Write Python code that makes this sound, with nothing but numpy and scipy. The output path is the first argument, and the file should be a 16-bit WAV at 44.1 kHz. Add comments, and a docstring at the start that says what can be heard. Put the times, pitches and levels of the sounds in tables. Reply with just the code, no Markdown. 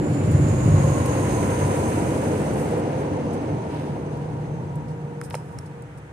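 """A lorry crosses a concrete bridge high above a river bank and drives off, over a faint open-air hush.
Shaped noise makes the deck rumble and hum; decaying sine waves make its axles thump over the joints.
The tyres roar in noise and whine and whistle in smeared tones, which sink in pitch as they pass overhead.
Close to the phone, bursts of noise make grit crunch now and then, something rustle briefly, and loose
stones knock near the end, with two high clinks from sine waves."""
import sys
import numpy as np
from scipy import signal
from scipy.fft import rfft, irfft
from scipy.io import wavfile
from scipy.ndimage import uniform_filter1d

SR = 44100
rng = np.random.default_rng(int(sys.argv[2]) if len(sys.argv) > 2 else 0)


def store_wav(level_fs):
    """Save 16-bit WAV to argv[1]."""
    pcm = np.round(np.clip(np.atleast_2d(level_fs), -1, 1) * 32767)
    wavfile.write(sys.argv[1], SR, pcm.T.astype(np.int16))


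N = 269945  # length of the sound [samples]
TIME = np.arange(N) / SR  # [s]
FREQ = np.maximum(np.arange(N // 2 + 1) * SR / N, 1)  # [Hz]
SPEED, HEIGHT, SOUND_SPEED = 26.5, 15.5, 343  # lorry [m/s], its height above us [m], sound [m/s]
PORT_GAP = 0.1  # distance between the two microphone ports [m]
PORT_MATCH = .987  # how alike the two ports hear the longest waves (0-1)


def undb(db):
    """Turn decibels into a gain."""
    return 10 ** (np.asarray(db) / 20)


def unit(x):
    """Scale a sound to an average strength (rms) of 1."""
    return x / np.sqrt(np.mean(x ** 2))


def fade_out(t, t60):
    """Die away by 60 dB in t60 seconds."""
    return np.exp(-np.log(1000) * t / t60)


def colour(points):
    """Draw a gain at every frequency through (frequency [Hz], level [dB]) points."""
    hz, db = np.transpose(points)
    return undb(np.interp(np.log(FREQ), np.log(hz), db))


def band(points):
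    """Draw a spectrum that falls away steeply beyond its first and last point."""
    low_edge = np.minimum(FREQ / points[0][0], 1) ** 4
    high_edge = np.minimum(points[-1][0] / FREQ, 1) ** 6
    return colour(points) * low_edge * high_edge


def walk(rate):
    """Wander smoothly by chance, with a spread of 1, changing about rate times a second."""
    return unit(irfft(rfft(rng.standard_normal(N)) * np.exp(-(FREQ / rate) ** 2), N))


def two_ports(mid, side):
    """Turn the shared and the opposite part of a sound into left and right."""
    return np.array([mid + side, mid - side])


def diffuse(gain):
    """Make noise from all sides at two ports: long waves reach both alike."""
    alike = PORT_MATCH * np.sinc(2 * FREQ * PORT_GAP / SOUND_SPEED)
    mid, side = rfft(rng.standard_normal((2, N))) * gain * np.sqrt([1 + alike, 1 - alike])
    return unit(irfft(two_ports(mid, side), N))


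def even(x, seconds):
    """Take the slow swells out of a narrow noise."""
    power = uniform_filter1d(np.mean(x ** 2, axis=0), max(int(seconds * SR), 1))
    return x / np.sqrt(power + 1e-9)


def add(out, s, sound):
    """Mix a sound in at a time in seconds."""
    start = int(s * SR)
    out[..., start:start + sound.shape[-1]] += sound[..., :N - start]


def doppler(overhead_s):
    """Give the pitch factor of a source that is overhead at a given time: higher before, lower after."""
    along = SPEED * (TIME - overhead_s)  # distance along the road [m]
    return 1 / (1 + SPEED / SOUND_SPEED * along / np.hypot(along, HEIGHT))


# how the level of each part moves as the lorry goes by; its player may trim or waver the level:
# part: (turning time [s], level then [dB], breadth [s], slope before [dB/s], slope after [dB/s])
# a positive slope lowers the part away from the turning time, a negative slope raises it
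PART_PASSES = {"rumble": (0.55, -22.5, 0.84, 40, 0.9), "near span": (2.5, -26.5, 0.5, -8, 1),
               "far span": (4.5, -32, 0.6, -1, 4.5), "span octave": (2, -35.5, 2.5, -7, 7.5),
               "drone": (2, -26.5, 4, -2, 14), "roar": (2, -28.5, 2.5, 7, 9.5),
               "howl": (2.5, -39, 4, 16, 8.5), "rush": (1.425, -37, 2.5, 13, 9),
               "hiss": (1.27, -45.5, 2.5, 13.5, 6.5), "sizzle": (1.65, -38.5, 1.5, 14, 36),
               "whistle": (0.63, -40.5, 0.86, 25, 4.5), "deck whine": (2.5, -37, 1.5, 0.5, 20)}


def passing(part):
    """Follow a part's level in dB: it spreads with distance, with its own further slope before and after."""
    turning_s, db, breadth_s, slope_before, slope_after = PART_PASSES[part]
    away_s = np.hypot(TIME - turning_s, breadth_s)
    spreading = 20 * np.log10(away_s / breadth_s)
    sloping = np.where(TIME < turning_s, slope_before, slope_after) * (away_s - breadth_s)
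    return db - spreading - sloping


# the steady hush of the river bank: (frequency [Hz], relative level [dB per Hz])
BANK_SPECTRUM = [(230, 5), (430, 8.5), (600, 4), (900, -15), (1070, -5), (1190, 2.5), (1620, 1.5),
                 (2680, -8), (4810, -23), (9150, -16), (14000, -46)]


def bank(level_db=-49):
    """A faint open-air hush, steady broad noise, that is left when the lorry has gone."""
    return diffuse(band(BANK_SPECTRUM)) * undb(level_db)


# the low rumble of the deck: (frequency [Hz], relative level [dB per Hz])
RUMBLE_SPECTRUM = [(18, -35), (40, -20.5), (48, -15), (57, -13.5), (69, -2), (84, -4.5), (97, 6), (112, -4),
                   (127, 7), (137, -4)]
# the broad boom of the spans: (frequency [Hz], relative level [dB per Hz])
BOOM_SPECTRUM = [(100, -34), (118, 1.5), (134, -13), (149, -5.5), (166, -1), (195, -8)]
SPAN_HZ, SPAN_WIDTH_HZ = 148.4, 4.7  # the main resonance of a span
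NEAR_BOOM_DB, FAR_BOOM_DB = -5, -3.5  # share of broad boom in each span


def deck(rumble_shake_db=-15, boom_shake_db=-13, near_hum_db=-6, far_hum_db=1.0):
    """Rolling wheels keep the concrete rumbling; spans boom and hum in turn; every blow adds a shudder."""
    low, boom = (even(diffuse(band(spectrum)), .12) for spectrum in (RUMBLE_SPECTRUM, BOOM_SPECTRUM))
    hum, octave = (even(diffuse(1 / (1 + ((FREQ - hz) / SPAN_WIDTH_HZ) ** 2)), .15)
                   for hz in (SPAN_HZ, 2 * SPAN_HZ))
    shake = shudder()
    near = np.hypot(undb(passing("near span")), undb(boom_shake_db) * shake)
    far = undb(passing("far span"))
    # independent strengths join as the root of the sum of their squares
    rumble_gain = np.hypot(undb(passing("rumble")), undb(rumble_shake_db) * shake)
    boom_gain = np.hypot(undb(NEAR_BOOM_DB) * near, undb(FAR_BOOM_DB) * far)
    hum_gain = np.hypot(undb(near_hum_db) * near, undb(far_hum_db) * far)
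    return low * rumble_gain + boom * boom_gain + hum * hum_gain + octave * undb(passing("span octave"))


# the layers of tyre noise, each listed as (frequency [Hz], relative level [dB per Hz]):
# the low drone of the tyre carcasses
DRONE_SPECTRUM = [(160, -18), (190, -1), (225, 1), (258, -1.5), (296, 1.5), (325, -0.5), (420, -4.5),
                  (500, -10.5)]
# the roar of the treads
ROAR_SPECTRUM = [(380, -18), (445, 7.5), (500, 1), (555, 7.5), (615, 0), (700, 1), (810, -2), (950, -6),
                 (1070, -7.5), (1170, -13.5)]
# the howl under the girders
HOWL_SPECTRUM = [(690, -7.5), (750, -3.5), (840, -3), (910, -3)]
# the rush above the roar
RUSH_SPECTRUM = [(900, 1), (1100, 0.5), (1450, 2), (1750, -1), (2050, -1.5), (2850, -7.5), (3400, -16.5)]
# the broad treble hiss
HISS_SPECTRUM = [(2900, 4.5), (3300, 0.5), (4200, 2), (5600, -1.5), (7000, 0), (9000, 3), (14000, -20.5)]
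# the highest sizzle, which also colours the rustle
SIZZLE_SPECTRUM = [(6500, -4), (7200, -0.5), (8000, 1.5), (8900, 5.5), (9700, 1), (10800, -6.5),
                   (12500, -10.5), (14400, -16)]


def tyre_noise(flutter_db=-0.16, flicker_db=0.83, overhead_s=1.3):
    """Carcasses drone, treads roar and hiss, girders howl; uneven concrete makes them flutter together."""
    road = walk(23)
    # the roar travels with the wheels, so its resonances sink as they pass
    emitted = np.cumsum(doppler(overhead_s))
    still = diffuse(band(ROAR_SPECTRUM))
    moving = np.array([np.interp(emitted, np.arange(N), side, period=N) for side in still])
    layers = {"drone": diffuse(band(DRONE_SPECTRUM)),
              "roar": moving,
              "howl": diffuse(band(HOWL_SPECTRUM)),
              "rush": diffuse(band(RUSH_SPECTRUM)),
              "hiss": diffuse(band(HISS_SPECTRUM)),
              "sizzle": diffuse(band(SIZZLE_SPECTRUM))}
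    out = 0
    for part, noise in layers.items():
        # each layer also flickers by itself
        out = out + noise * undb(passing(part) + flutter_db * road + flicker_db * walk(33))
    return out


def rolling_tone(axles, hz, width_hz):
    """Make a smeared tone from every axle, each with its own Doppler fall as it passes overhead."""
    out = 0
    alike = np.sinc(2 * hz * PORT_GAP / SOUND_SPEED)
    line = 1 / (1 + (np.fft.fftfreq(N, 1 / SR) / width_hz) ** 2)
    for overhead_s, db in axles:
        chance = rng.standard_normal((2, N)) + 1j * rng.standard_normal((2, N))
        smear = np.fft.ifft(line * chance)
        phase = 2 * np.pi * np.cumsum(hz * doppler(overhead_s)) / SR
        out = out + undb(db) * np.real(smear * np.exp(1j * phase))
    mid, side = out * np.sqrt([[1 + alike], [1 - alike]])
    return unit(two_ports(mid, side))


# axles whose treads whistle: (time when overhead [s], relative level [dB])
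WHISTLE_AXLES = [(.25, -3), (.5, -4), (.7, -2.5), (.87, -2), (1.02, 0), (1.17, -1), (1.35, -1)]
# axles whose treads whine: (time when overhead [s], relative level [dB])
TREAD_WHINE_AXLES = [(.45, -3.5), (.8, -4), (1.1, -1.5), (1.4, -2), (1.75, -4.5)]
# the whine wavers as the lorry draws away: (time [s], level before waver [dB], level of its octave [dB])
WHINE_LEVELS = [(0, -56, -60), (.8, -32, -37), (1.8, -37.5, -35), (2.5, -37, -50.5), (3.1, -33.5, -46),
                (3.4, -37, -63), (3.65, -46, -41), (4.05, -42.5, -53), (4.22, -38, -48.5),
                (4.5, -45, -53.5), (4.75, -53, -46), (5.0, -41, -51), (5.2, -41, -55), (5.3, -51, -48),
                (5.55, -45.5, -50.5), (5.8, -45, -56), (5.95, -56.5, -61), (6.1, -50, -61)]
# once the lorry is far off, its axles whine on one clean pitch: (time [s], clean share [0-1])
WHINE_CLEAN_SHARE = [(3.45, 0.02), (4.3, 0.71)]
WHINE_HZ, WHISTLE_HZ = 510.5, 6735  # before the Doppler shift


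def tyre_tones(deck_width_hz=16, deck_octave_db=-16, waver_db=1.0, wander_hz=2.2, flicker_db=1.7):
    """Treads whine with an octave under a thin whistle; the still deck radiates the whine unshifted."""
    times, whine_db, octave_db = np.transpose(WHINE_LEVELS)
    clean = np.clip(np.interp(TIME, *np.transpose(WHINE_CLEAN_SHARE)), 0, 1)
    clean_hz = WHINE_HZ * doppler(TREAD_WHINE_AXLES[-1][0]) + wander_hz * walk(7.2)
    phase = 2 * np.pi * np.cumsum(clean_hz) / SR

    smeared_low = even(rolling_tone(TREAD_WHINE_AXLES, WHINE_HZ, width_hz=5.5), 0.13)
    low = smeared_low * np.sqrt(1 - clean) + np.sqrt(2 * clean) * np.sin(phase)
    smeared_upper = even(rolling_tone(TREAD_WHINE_AXLES, 2 * WHINE_HZ, width_hz=15.6), 0.14)
    upper = smeared_upper * np.sqrt(1 - clean / 2) + np.sqrt(clean) * np.sin(2 * phase)
    low_gain = undb(np.interp(TIME, times, whine_db) + waver_db * walk(16))
    whine = low * low_gain + upper * undb(np.interp(TIME, times, octave_db))

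    lines = sum(undb(db) / (1 + ((FREQ - hz) / deck_width_hz) ** 2)
                for hz, db in [(WHINE_HZ, 0), (2 * WHINE_HZ, deck_octave_db)])
    from_deck = even(diffuse(lines), 0.23) * undb(passing("deck whine"))

    whistle_gain = undb(passing("whistle") + flicker_db * walk(22))
    whistle = rolling_tone(WHISTLE_AXLES, WHISTLE_HZ, width_hz=80) * whistle_gain
    return whine + from_deck + whistle


# wheels striking joints, near and then far; their shudder uses these blows too:
# (time [s], relative level [dB], frequency that the blow excites most [Hz])
JOINT_BLOWS = [(0.085, -9.5, 104), (0.21, -8.5, 100), (0.268, -1, 125), (0.314, 2.5, 103),
               (0.378, 1.5, 148), (0.48, -5, 100), (0.647, 2.5, 125), (0.706, 3.5, 112), (0.738, 1.5, 150),
               (0.79, -1.5, 148), (0.88, -9, 110), (1.593, -9, 111), (3.09, -14, 90), (3.485, -8.5, 150),
               (4.259, -24, 165), (4.62, -14, 140), (5.291, -27, 107), (5.55, -22.5, 100)]
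# ways the deck can ring: (frequency before a small detuning [Hz], relative level [dB], time to fall 60 dB [s])
DECK_RINGS = [(71.6, -17, .3), (96, -5, 0.29), (127.3, -13.5, 0.27), (148, -6.5, 0.34), (169, -7, 0.17),
              (287.5, -7, 0.23), (380, -2, 0.16)]
CUSHION_S = .018  # time over which a tyre cushions a blow


def joints(thump_db=-2, reach_octaves=.55):
    """Each wheel that drops over a joint hits the deck softly; where it lands decides which modes answer."""
    out, t = np.zeros(N), TIME[:SR // 2]
    detunings = rng.standard_normal((len(JOINT_BLOWS), len(DECK_RINGS)))
    for (s, db, centre_hz), detune in zip(JOINT_BLOWS, detunings):
        ring = 0
        for (hz, mode_db, t60), d in zip(DECK_RINGS, detune):
            share = undb(mode_db) / (1 + (np.log2(hz / centre_hz) / reach_octaves) ** 2)
            tone = np.sin(2 * np.pi * hz * (1 + 0.013 * d) * t)
            ring = ring + share * tone * fade_out(t, t60)
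        # the tyre cushions the blow, so the ring swells in without a click
        add(out, s, undb(db + thump_db) * ring * (1 - np.exp(-(t / CUSHION_S) ** 2)))
    return out


def shudder(attack_s=0.054, t60_s=0.39):
    """Give the strength of the shaking left by blows at the joints: each swells quickly and dies away."""
    power = 0
    for s, db, _ in JOINT_BLOWS:
        age = np.maximum(TIME - s, 0)
        swell = 1 - np.exp(-age / attack_s)
        power = power + (undb(db) * swell * fade_out(age, t60_s)) ** 2
    return np.sqrt(power)


def causal(gain):
    """Give a gain curve the phase of a real resonator, which rings only after it is struck."""
    cepstrum = irfft(np.log(gain + 1e-4))
    half = len(cepstrum) // 2
    return np.exp(rfft(np.r_[cepstrum[0], 2 * cepstrum[1:half]], len(cepstrum)))


# resonances of the stones: (frequency [Hz], width [Hz], boost [dB])
STONE_RESONANCES = [(520, 180, 9), (900, 130, 8.5), (1430, 580, 6.5), (2750, 800, 3.5), (3950, 700, 5),
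                    (5100, 730, 9.5), (8900, 2600, 12.5)]


def stone_colour(x, hz, octaves):
    """Ring a short burst through the stone modes, in a band set by the size of the contact."""
    f = np.maximum(np.arange(x.shape[-1] // 2 + 1) * SR / x.shape[-1], 1)
    body_db = sum(db / (1 + (2 * (f - centre) / width) ** 2) for centre, width, db in STONE_RESONANCES)
    gain = undb(body_db) / (1 + abs(np.log2(f / hz) / octaves) ** 3)
    alike = np.sinc(f * PORT_GAP / SOUND_SPEED)
    mid, side = rfft(x) * causal(gain) * np.sqrt([1 + alike, 1 - alike])
    return irfft(two_ports(mid, side))


# grit shifting underfoot: (time [s], level [dB], length [s], middle of its band [Hz])
GRIT_CRUNCHES = [(0.312, -39, 0.014, 10500), (1.058, -33, 0.014, 9450), (2.56, -44.5, 0.13, 9800),
                 (2.97, -53, 0.11, 9500), (3.328, -47.5, 0.039, 8300), (3.66, -57, 0.43, 8760),
                 (3.681, -50, 0.31, 2230), (4.171, -52, 0.012, 9300), (4.754, -49, 0.012, 9500),
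                 (4.874, -58, 0.071, 6100), (5.232, -43, 0.047, 8750), (5.319, -47, 0.093, 7250),
                 (5.391, -60.5, 0.42, 8560), (5.657, -52, 0.023, 6960), (5.822, -46, 0.0044, 8800),
                 (5.973, -53.5, .025, 8500)]


def grit(size=32768, scatter_db=1.5, octaves=0.78):
    """Soles press on sand: brief swarms of tiny cracks of unequal size."""
    out, t = np.zeros((2, N)), TIME[:size]
    for s, db, length, hz in GRIT_CRUNCHES:
        # a new chance strength every 32 samples
        crack_db = scatter_db * np.repeat(rng.exponential(size=size // 32), 32)
        cracks = rng.standard_normal((2, size)) * undb(crack_db)
        # pressure peaks after a quarter of the length, then eases
        press = 4 * t / length * np.exp(1 - 4 * t / length)
        add(out, s, undb(db) * press * unit(stone_colour(cracks, hz, octaves)))
    return out


# a soft rustle close by swells and stops short: (time [s], level before grain [dB])
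RUSTLE_LEVELS = [(2.2, -75), (2.33, -46), (2.45, -47.5), (2.6, -48), (2.8, -50), (2.82, -68)]


def rustle(grain_db=2.5):
    """A bright rustle near the phone, perhaps a sleeve: treble noise with a fast, grainy level."""
    level_db = np.interp(TIME, *np.transpose(RUSTLE_LEVELS), left=-np.inf, right=-np.inf)
    return diffuse(band(SIZZLE_SPECTRUM)) * undb(level_db + grain_db * walk(150))


# stones knocking together: (time [s], body level [dB], body frequency [Hz], body breadth [octaves],
# tick level [dB], tick frequency [Hz], time for the scrape to fall 60 dB [s])
STONE_KNOCKS = [(5.2138, -34, 1470, 0.63, -37.5, 9000, 0.0069), (5.3015, -53, 1700, .7, -41, 11500, .004),
                (5.3067, -38, 1390, 1.24, -49, 6500, 0.016), (5.3414, -25.5, 700, 0.64, -52, 10500, 0.0034),
                (5.343, -34, 2280, 0.35, -52, 6000, 0.0064), (5.3488, -28.5, 520, 0.41, -39, 8800, 0.013),
                (5.3515, -33, 900, 1.3, -35.5, 6800, 0.016), (5.5858, -50, 960, 0.8, -47, 11500, 0.008),
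                (5.5877, -46, 1400, 0.7, -40, 7200, 0.012)]
BODY_LAG_S = 0.00104  # a stone's body answers just after the tick of contact
TAIL_S = .28  # time for a knock's scatter off the bank to fall 60 dB
KNOCK_S = .005  # time over which the level of a knock is taken


def stones(size=16384, contact=8, tail_db=-27, tick_octaves=0.74):
    """Loose stones knock: a hard contact with dull body and bright tick, then faint scatter off the bank."""
    out, t = np.zeros((2, N)), TIME[:size]
    noises = rng.standard_normal((len(STONE_KNOCKS), 2, size))
    for knock_row, noise in zip(STONE_KNOCKS, noises):
        s, body_db, body_hz, body_octaves, tick_db, tick_hz, ring_s = knock_row
        scrape = noise * (fade_out(t, ring_s) + undb(tail_db) * fade_out(t, TAIL_S))
        blow = contact * np.outer([1, 0], t == 0)  # a single spike in the part that both ports share
        body = stone_colour(scrape + blow, body_hz, body_octaves)
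        tick = stone_colour(scrape + blow / 2, tick_hz, tick_octaves)
        for lag_s, db, knock in [(BODY_LAG_S, body_db, body), (0, tick_db, tick)]:
            strength = np.sqrt(np.sum(knock ** 2) / (2 * KNOCK_S * SR))
            add(out, s + lag_s, undb(db) * knock / strength)
    return out


# small hard stones that clink: (time [s], level before attack and fade [dB], pitch [Hz], time to fall 60 dB [s])
STONE_CLINKS = [(5.3526, -33, 5350, 0.013), (5.5867, -34, 5500, 0.019)]


def clinks(size=4096, attack_s=.0006):
    """A small hard stone rings briefly on one high note."""
    out, t = np.zeros((2, N)), TIME[:size]
    for s, db, hz, t60 in STONE_CLINKS:
        note = np.sin(2 * np.pi * hz * t) * (1 - np.exp(-t / attack_s)) * fade_out(t, t60)
        add(out, s, undb(db) * note)
    return out


def from_right(sound, lag_s):
    """Delay the left port for a sound that comes from the right."""
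    left, right = sound
    return np.array([irfft(rfft(left) * np.exp(-2j * np.pi * FREQ * lag_s), N), right])


def scene(deck_lag_s=0.00015, tyre_lag_s=.00028):
    """Place the bridge overhead and a little to the right, and the bank underfoot."""
    concrete = from_right(deck() + joints(), deck_lag_s)
    tyres = from_right(tyre_noise() + tyre_tones(), tyre_lag_s)
    return bank() + concrete + tyres + grit() + rustle() + stones() + clinks()


# the left microphone port is muffled in the treble: (frequency [Hz], level [dB])
LEFT_PORT_RESPONSE = [(3000, 0), (5600, -0.5), (6500, -5), (7500, -16), (9000, -23), (11000, -22),
                      (14000, -14)]
# the steady hiss of the microphones: (frequency [Hz], relative level [dB per Hz])
MIC_HISS_SPECTRUM = [(5000, -1), (7000, 4), (9000, 2), (11000, -3), (14000, -4.5)]


def record(dry, hiss_db=-71.5, top_hz=14300):
    """The phone hears less treble on the left, adds its own faint hiss and cuts the top."""
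    noise = rfft(rng.standard_normal((2, N))) * band(MIC_HISS_SPECTRUM)
    hiss = unit(irfft(noise, N)) * undb(hiss_db)
    left = irfft(rfft(dry[0]) * colour(LEFT_PORT_RESPONSE), N)
    ports = np.array([left, dry[1]]) + hiss
    top_cut = signal.ellip(10, .2, 80, top_hz, fs=SR, output="sos")
    return signal.sosfilt(top_cut, ports)


dry = scene()
out = record(dry)
store_wav(out)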